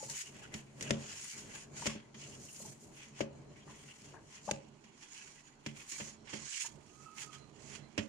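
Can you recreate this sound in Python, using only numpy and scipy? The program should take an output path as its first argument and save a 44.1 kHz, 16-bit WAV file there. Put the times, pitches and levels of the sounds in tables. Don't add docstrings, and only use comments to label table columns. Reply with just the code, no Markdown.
import sys
import numpy as np
from scipy import signal
from scipy.fft import rfft, irfft, next_fast_len
from scipy.io import wavfile
from scipy.ndimage import uniform_filter1d

SR = 44100
rng = np.random.default_rng(int(sys.argv[2]) if len(sys.argv) > 2 else 0)


def to_wav(s):
    ch = np.atleast_2d(s).T
    pcm = np.round(np.clip(ch, -1, 1) * 32767)
    wavfile.write(sys.argv[1], SR, pcm.astype(np.int16))


N = 356328

# start_s, length_s, bright_db, swell_db, dull_over_bright_db
STROKES = [(0.0, 0.12, -51.5, 3, -7.5), (0.154, 0.06, -47.5, 0, -0.5), (0.241, 0.057, -57, -2.5, -1),
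           (0.348, 0.13, -62, -5, 6), (0.564, 0.038, -54.5, -9, 5.5), (0.824, 0.098, -54.5, 1.5, 2.5),
           (0.887, 0.23, -63, 13.5, 1), (1.181, 0.21, -51.5, -0.5, -0.5), (1.415, 0.11, -62.5, 0, 2),
           (1.553, 0.072, -53, -5, 0.5), (1.776, 0.054, -49.5, 3, -3), (1.879, 0.068, -48, -9.5, 3.5),
           (2.199, 0.16, -54.5, -5, -3.5), (2.423, 0.3, -58, -3.5, -6), (2.81, 0.075, -67, -4, -12),
           (2.975, 0.11, -60, -5.5, 5), (3.161, 0.032, -63, 9.5, 2.5), (3.554, 0.051, -78.5, 10.5, 7),
           (3.698, 0.45, -62, -7.5, 2), (3.855, 0.25, -71.5, 7, -9), (4.286, 0.071, -66.5, 9.5, 2.5),
           (4.461, 0.084, -56, -2.5, -10), (4.866, 0.12, -74.5, -2, 5), (5.037, 0.11, -58.5, -5, -3),
           (5.149, 0.26, -53.5, -14, -3.5), (5.47, 0.017, -69, 2.5, 2), (5.68, 0.037, -63, -6, 5.5),
           (5.769, 0.048, -58.5, 1, 3), (5.9, 0.053, -53, 1.5, -3.5), (5.988, 0.11, -53, 1, -3.5),
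           (6.3, 0.072, -54.5, 3, 1.5), (6.4, 0.1, -53.5, 4.5, -9), (6.521, 0.14, -44, -3.5, -4),
           (6.85, 0.21, -76, 10.5, -3), (7.181, 0.043, -54, 3.5, 1.5), (7.329, 0.023, -64, 3, 2),
           (7.603, .15, -66, 10, 1.5), (8.01, 0.038, -62.5, -7, 4)]
GRIP_DB_PER_S, LET_GO_DB_PER_S = 359, 273
RESTING_BRIGHT_DB, RESTING_DULL_DB = -76, -73
CRACKLE_PER_S, CRACKLE_DB = 250, -9
# frequency_hz, density_db
BRIGHT_SPECTRUM = [(2060, -77), (3500, -13.5), (3870, -7), (4430, -5.5), (6990, 3), (8420, -6), (9960, -15),
                   (11400, -21.5), (13900, -28), (14300, -26), (15000, -19.5), (15500, -82)]
DULL_SPECTRUM = [(350, -51), (600, -54), (766, -5), (899, -2), (1250, -3.5), (1650, 0.5), (2000, 4),
                 (3200, 3), (3750, -7), (4500, -7), (5850, -4.5), (9900, -120)]
# time_s, gain_db
SIZZLE = [(0.0, 6.5), (0.2, 6.5), (0.8, 10), (0.95, -3), (1.28, 8.5), (1.86, 0), (2.2, -4), (2.54, 17),
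          (2.9, 13.5), (3.2, -4.5), (3.9, 7), (4.5, -2.5), (5.2, -4.5), (5.9, 8), (6.1, -2.5), (6.4, -24),
          (6.64, 2.5), (7.2, 5), (7.74, -9), (8.08, -3)]
SIZZLE_FROM_HZ, SIZZLE_FLICKER_DB = 10000, 1.8
RUBBED_MODES_HZ = [874, 1113, 1490, 1682, 2004, 2283, 2600, 2862, 3290]

# start_s, bright_slap_db, dull_slap_db, low_modes_db, middle_modes_db, hollow_ring_db, lean_left_db
BLOWS = [(0.098, -29.5, -43, -80, -64, -69, 0), (0.54, -33, -34.5, -40.5, -54, -55, -7),
         (0.809, -30, -34.5, -50, -58, -55, 12), (0.825, -30.5, -37.5, -57, -62, -48, 10),
         (0.9065, -24.5, -21.5, -31, -36, -26.5, 11.5), (1.8571, -34, -30, -70, -37.5, -41.5, 8),
         (1.8653, -25.5, -31, -34.5, -44.5, -31.5, 8.5), (1.8705, -25, -29, -75, -44, -48, 0),
         (1.9524, -76, -53, -45.5, -46.5, -49, 3), (2.143, -54, -48, -54, -56, -62, 2),
         (2.562, -42, -67, -67, -61, -70, -9), (3.19, -47, -52, -56, -70, -65, 6),
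         (3.2035, -50, -43, -65, -64, -57, 8), (3.2063, -41.5, -32.5, -36.5, -32.5, -25, 9),
         (4.4768, -68, -54, -46, -80, -55, 28), (4.5114, -21, -26.5, -40.5, -46.5, -31, 12.5),
         (4.839, -55.5, -57.5, -60.5, -72, -63, 10), (5.022, -54, -50, -83, -78, -77, 0),
         (5.662, -37, -31.5, -39.5, -41, -42, 9), (5.9203, -38, -41.5, -57, -51, -64, -2),
         (5.9997, -59, -39, -74, -48.5, -44, 7), (6.0082, -53, -62, -45, -66, -44.5, 18),
         (6.271, -63, -49, -72, -73, -59, 1), (6.33, -47, -38.5, -46.5, -46, -61, 2),
         (6.336, -44, -44, -56.5, -41.5, -42, -1), (6.354, -56, -63, -48.5, -52, -46, 8),
         (7.9779, -36.5, -27, -36, -34, -32, 5), (7.9882, -51, -40, -38, -49, -34.5, 17)]
TAIL_S, TAIL_AT_DB, TAIL_SHORTENING = 0.0088, -45.5, 0.35
CRACK_GAIN, CRACK_S = 0.78, 0.00095
# frequency_hz, level_db, t60_s
BOWL_MODES = [(53.5, 0, 0.16), (100, 3, 0.15), (143.3, 9.5, 0.34), (197.3, 3.5, 0.098), (221.5, 2.5, 0.24),
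              (293, 5.5, 0.063), (373, 4, 0.032), (398.2, -1.5, 0.12), (552.2, -14.5, 0.19),
              (600, -1.5, 0.017), (586.4, -11.5, 0.15), (659, -24.5, 0.18), (848, -16.5, 0.045),
              (960, -9, 0.019)]
MIDDLE_FROM_HZ, HOLLOW_FROM_HZ = 260, 440
THUMP_BELOW_HZ, THUMP_DB = 170, -11.5
DEEP_BELOW_HZ, DEEP_DB = 120, 9
# time_s, level_db
MURMUR = [(0.0, -52.5), (0.18, -59.5), (0.26, -55.5), (0.5, -52), (0.72, -52.5), (0.895, -46), (0.93, -45),
          (1.25, -59), (2.0, -52.5), (2.6, -55.5), (3.6, -56.5), (4.5, -54.5), (4.8, -65.5), (5.9, -61.5),
          (6.4, -60.5), (6.57, -62), (6.65, -57.5), (8.08, -61)]

# start_s, level_db, pitch_hz, t60_s, rasp_fraction
POPS = [(0.004, -49, 853, 0.2, 0), (0.025, -39, 540, 0.11, 0.49), (0.085, -51.5, 910, 0.19, 0.26),
        (1.822, -31.5, 936, 0.041, 0.4), (2.602, -37.5, 547, 0.023, 0.24), (2.65, -44, 874, 0.041, 0.06),
        (3.189, -43, 950, 0.034, 0.5), (3.674, -49.5, 1015, 0.29, 0.61), (4.137, -50, 904, 0.18, 1),
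        (4.163, -44, 887, 0.076, 0.6), (4.478, -33, 591, 0.11, 0.3), (4.488, -23, 844, 0.044, 0.36),
        (6.645, -32.5, 930, 0.056, 0.4)]
# middle_s, nominal_pitch_hz, level_db, tone_to_flutter_ratio
SQUEAKS = [(7.088, 1318, -61, 1.46), (7.306, 1297, -60.5, 0.66)]
# pitch_ratio, level_db
SQUEAK_OVERTONES = [(2, -17)]
SQUEAK_FADE_DB_PER_S, SQUEAK_SAG_HZ_PER_S = 117, 320

KITCHEN_T60_S, KITCHEN_DB, WALL_CUT_HZ = 0.35, -16, 4200
# middle_s, level_db
WHISTLES = [(3.35, -79), (3.5, -79), (6.2, -75), (7.415, -69), (7.85, -72)]
WHISTLE_HZ, WHISTLE_T60_S, WHISTLE_FADE_DB_PER_S = 4110, 0.014, 200
# frequency_hz, density_db
ROOM_SPECTRUM = [(12, -31), (20, 27), (64, -18), (140, 4.5), (393, 2), (519, -14), (881, -2.5), (3080, -27),
                 (4430, -14.5), (7110, -73), (10200, -24), (12100, -137), (15500, -81)]
ROOM_TONE_DB = -61.5

# frequency_hz, correlation_ratio
COHERENCE = [(60, 0.84), (200, 0.99), (400, 0.29), (800, 0.03), (1300, 0.0016)]
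# time_s, left_over_right_db
BALANCE = [(0.0, 0), (4.4, -0.5), (4.7, -6), (5.9, -3.5), (6.3, -7), (8.08, -11)]
PORT_HZ, PORT_T60_S, PORT_DB, PORT_LAG_S = 7080, .008, -30, .0004
DUCK_BELOW_HZ, DUCK_WINDOW_S = 1400, .04
DUCK_FROM_DB, DUCK_SLOPE = 8.5, 3.4
BASS_CUT_HZ, TREBLE_CUT_HZ = 224, 15900


def rubbing():
    bright_gain, dull_gain = stroke_envelopes()
    grip_db = 1.28 * drift(13.8) + 1.3 * drift(45)
    fine = sticky_friction(np.geomspace(4300, 9500, 13), t60_cycles=70, patchy_db=4, ring_db=-4)
    bright = colour(fine, BRIGHT_SPECTRUM)
    body = signal.sosfilt(signal.butter(4, SIZZLE_FROM_HZ, "low", fs=SR, output="sos"), bright)
    top = signal.sosfilt(signal.butter(4, SIZZLE_FROM_HZ, "high", fs=SR, output="sos"), bright)
    top *= from_db(in_time(SIZZLE) + SIZZLE_FLICKER_DB * drift(47))
    bright = (body + top) * bright_gain * from_db(grip_db + 0.29 * drift(49))
    coarse = sticky_friction(RUBBED_MODES_HZ, t60_cycles=25, patchy_db=6.2, ring_db=-5.5)
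    dull = colour(coarse, DULL_SPECTRUM) * dull_gain
    return bright + dull * from_db(grip_db + 0.87 * drift(6.4) + 0.95 * drift(60))


def stroke_envelopes():
    t = np.arange(0, N + 64, 64) / SR
    power = np.ones((2, len(t))) * from_db([[2 * RESTING_BRIGHT_DB], [2 * RESTING_DULL_DB]])
    for start_s, length_s, bright_db, swell_db, dull_db in STROKES:
        age = t - start_s
        db = bright_db + swell_db * np.clip(age / length_s, 0, 1)
        db -= GRIP_DB_PER_S * np.maximum(-age, 0) + LET_GO_DB_PER_S * np.maximum(age - length_s, 0)
        power += from_db(2 * (db + np.array([[0], [dull_db]])))
    return [np.interp(np.arange(N) / SR, t, np.sqrt(p)) for p in power]


def sticky_friction(rings_hz, t60_cycles, patchy_db, ring_db):
    hiss, drive = rng.standard_normal((2, 2, N))
    rings = sum(ring(drive * from_db(patchy_db * drift(8.1)), hz, t60_cycles / hz) * hz
                for hz in rings_hz)
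    sizes = from_db(3.5 * np.minimum(rng.exponential(1, N), 3))
    snaps = (rng.random(N) < CRACKLE_PER_S / SR) * sizes * hiss
    return hiss + from_db(ring_db) * rms_one(rings) + from_db(CRACKLE_DB) * rms_one(snaps)


def slaps():
    white = rng.standard_normal((2, 2, N))
    bright, dull = colour(white[0], BRIGHT_SPECTRUM), colour(white[1], DULL_SPECTRUM)
    out = np.zeros((2, N))
    for start_s, bright_db, dull_db, *_ in BLOWS:
        at = round(start_s * SR)
        t = np.arange(min(SR // 8, N - at)) / SR
        span = slice(at, at + len(t))
        tail_s = TAIL_S * from_db(-TAIL_SHORTENING * (bright_db - TAIL_AT_DB))
        crack = CRACK_GAIN * TAIL_S / tail_s * np.exp(-t / CRACK_S) * (1 - np.exp(-t / 0.0009))
        tail = np.exp(-t / tail_s) * (1 - np.exp(-t / 0.0041))
        envelope = crack + tail
        spray = envelope * bright[:, span]
        out[:, span] += from_db(bright_db) * spray / np.abs(spray).max()
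        out[:, span] += from_db(dull_db) * rms_one(envelope * dull[:, span]) * np.sqrt(np.mean(envelope ** 2))
    return out


def bowl():
    start_s, _, _, low_db, middle_db, hollow_db, lean_db = np.transpose(BLOWS)
    far_port = np.array([lean_db < 0, lean_db >= 0])
    arrivals = np.round(start_s * SR).astype(int) + round(PORT_LAG_S * SR) * far_port
    handling = rng.standard_normal((2, N))
    booms, murmur = 0, 0
    for k, (hz, level_db, t60) in enumerate(BOWL_MODES):
        upper, hollow = hz > MIDDLE_FROM_HZ, hz > HOLLOW_FROM_HZ
        blow_db = hollow_db if hollow else middle_db if upper else low_db
        bass_db = THUMP_DB * (hz < THUMP_BELOW_HZ) + DEEP_DB * (hz < DEEP_BELOW_HZ)
        scatter_db = 2.5 * rng.standard_normal(len(start_s))
        lean = pan(lean_db * (1 if upper else 0.29))
        polarity = 1 if hollow else (-1) ** k
        impulses = np.zeros((2, N))
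        impulses[[[0], [1]], arrivals] = polarity * lean * from_db(blow_db + bass_db + level_db + scatter_db)
        booms += ring(impulses, hz, t60)
        drive = ports(*handling, hz) * from_db(0.89 * level_db + 1.0 * upper)
        murmur += ring(drive, hz, 0.45 * t60)
    booms = signal.lfilter(*signal.butter(1, 1200, fs=SR), booms)
    return booms + from_db(in_time(MURMUR) + 3.87 * drift(3.7)) * rms_one(murmur)


def pops():
    out, tone_flutter, overtone_flutter = np.zeros(N), drift(260), drift(105)
    for start_s, level_db, hz, t60, rasp in POPS:
        at = round(start_s * SR)
        t = np.arange(int(t60 * SR)) / SR
        span, phase = slice(at, at + len(t)), 2 * np.pi * hz * t
        tone = (1 - rasp + rasp * tone_flutter[span]) * np.sin(phase)
        overtone = 0.5 * rasp * overtone_flutter[span] * np.sin(1.85 * phase)
        envelope = from_db(level_db - 60 * t / t60) * (1 - np.exp(-t / 0.0018))
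        out[span] += envelope * (tone + overtone)
    return out * from_db([[4], [-5]])


def squeaks():
    t, out = np.arange(N) / SR, 0
    partials = [(ratio, db, drift(45), drift(37)) for ratio, db in [(0.98, 0)] + SQUEAK_OVERTONES]
    for middle_s, hz, level_db, steady in SQUEAKS:
        away_s = np.abs(t - middle_s)
        phase = 2 * np.pi * np.cumsum(hz - SQUEAK_SAG_HZ_PER_S * np.minimum(away_s, .5)) / SR
        envelope = from_db(level_db - SQUEAK_FADE_DB_PER_S * away_s)
        for ratio, db, in_phase, quadrature in partials:
            tone = (steady + in_phase) * np.sin(ratio * phase) + quadrature * np.cos(ratio * phase)
            out += envelope * from_db(db) * tone
    return out * from_db([[-1.5], [1.5]])


def kitchen_echo(x):
    out, pole = np.zeros((2, N)), np.exp(-2 * np.pi * WALL_CUT_HZ / SR)
    for k, lag in enumerate((rng.uniform(0.02, 0.061, 8) * SR).astype(int)):
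        loop, gain, state = x.copy(), from_db(-60 * lag / SR / KITCHEN_T60_S), [0.]
        for i in range(lag, N, lag):
            reflection, state = signal.lfilter([gain * (1 - pole)], [1, -pole], loop[i - lag:i], zi=state)
            loop[i:i + lag] += reflection[:N - i]
        out[k % 2] += (loop - x) * (-1) ** (k // 2)
    return out


def whistle():
    t = np.arange(N) / SR
    swells_db = [db - WHISTLE_FADE_DB_PER_S * np.abs(t - middle_s) for middle_s, db in WHISTLES]
    band = ring(rng.standard_normal((2, N)), WHISTLE_HZ, WHISTLE_T60_S)
    return rms_one(ring(band, WHISTLE_HZ, WHISTLE_T60_S)) * from_db(np.max(swells_db, axis=0))


def room_tone():
    return from_db(ROOM_TONE_DB) * colour(rng.standard_normal((2, N)), ROOM_SPECTRUM)


def ports(mid, side, hz):
    alike = at_hz(COHERENCE, hz)
    return (np.sqrt(1 + alike) * mid + np.sqrt(1 - alike) * side * [[1], [-1]]) / np.sqrt(2)


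def colour(pair, spectrum):
    size = next_fast_len(N)
    hz = np.maximum(np.fft.rfftfreq(size, 1 / SR), 10)
    mid, side = rfft(pair, size) * from_db(at_hz(spectrum, hz))
    return rms_one(irfft(ports(mid, side, hz), size)[:, :N])


def ring(x, hz, t60):
    r, w = from_db(-60 / (t60 * SR)), 2 * np.pi * hz / SR
    return signal.lfilter([0, np.sin(w)], [1, -2 * r * np.cos(w), r * r], x + 1e-18)


def drift(rate_hz):
    r = np.exp(-80 * np.pi * rate_hz / SR)
    slow = signal.lfilter([1], [1, -2 * r, r * r], rng.standard_normal(N // 40 + 2002))[2000:]
    return np.interp(np.arange(N) / 40, np.arange(len(slow)), rms_one(slow))


def pan(left_over_right_db):
    return from_db(np.outer([.5, -.5], left_over_right_db))


def from_db(db):
    return 10 ** (np.asarray(db) / 20)


def rms_one(x):
    return x / np.sqrt(np.mean(x ** 2) + 1e-20)


def in_time(curve):
    return np.interp(np.arange(N) / SR, *np.transpose(curve))


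def at_hz(spectrum, hz):
    points_hz, values = np.transpose(spectrum)
    return np.interp(np.log(hz), np.log(points_hz), values)


def scene():
    hits = slaps() + bowl() + pops()
    background = room_tone()
    whole = rubbing() + hits + squeaks() + whistle() + background
    return (whole + from_db(KITCHEN_DB) * kitchen_echo(hits[0])) * pan(in_time(BALANCE))


def record(dry):
    heard = dry + from_db(PORT_DB) * ring(dry, PORT_HZ, PORT_T60_S)
    bass = signal.sosfiltfilt(signal.butter(3, DUCK_BELOW_HZ, fs=SR, output="sos"), heard)
    treble = heard - bass
    power = uniform_filter1d(np.square([bass, treble]).mean(axis=1), int(DUCK_WINDOW_S * SR))
    bass_db, treble_db = 10 * np.log10(power + 1e-12)
    excess_db = np.maximum(treble_db - bass_db - DUCK_FROM_DB, 0)
    heard = treble + bass * from_db(-DUCK_SLOPE * excess_db)
    heard = signal.lfilter(*signal.butter(1, BASS_CUT_HZ, "high", fs=SR), heard)
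    return signal.sosfilt(signal.cheby2(12, 60, TREBLE_CUT_HZ, fs=SR, output="sos"), heard)


dry = scene()
out = record(dry)
to_wav(out)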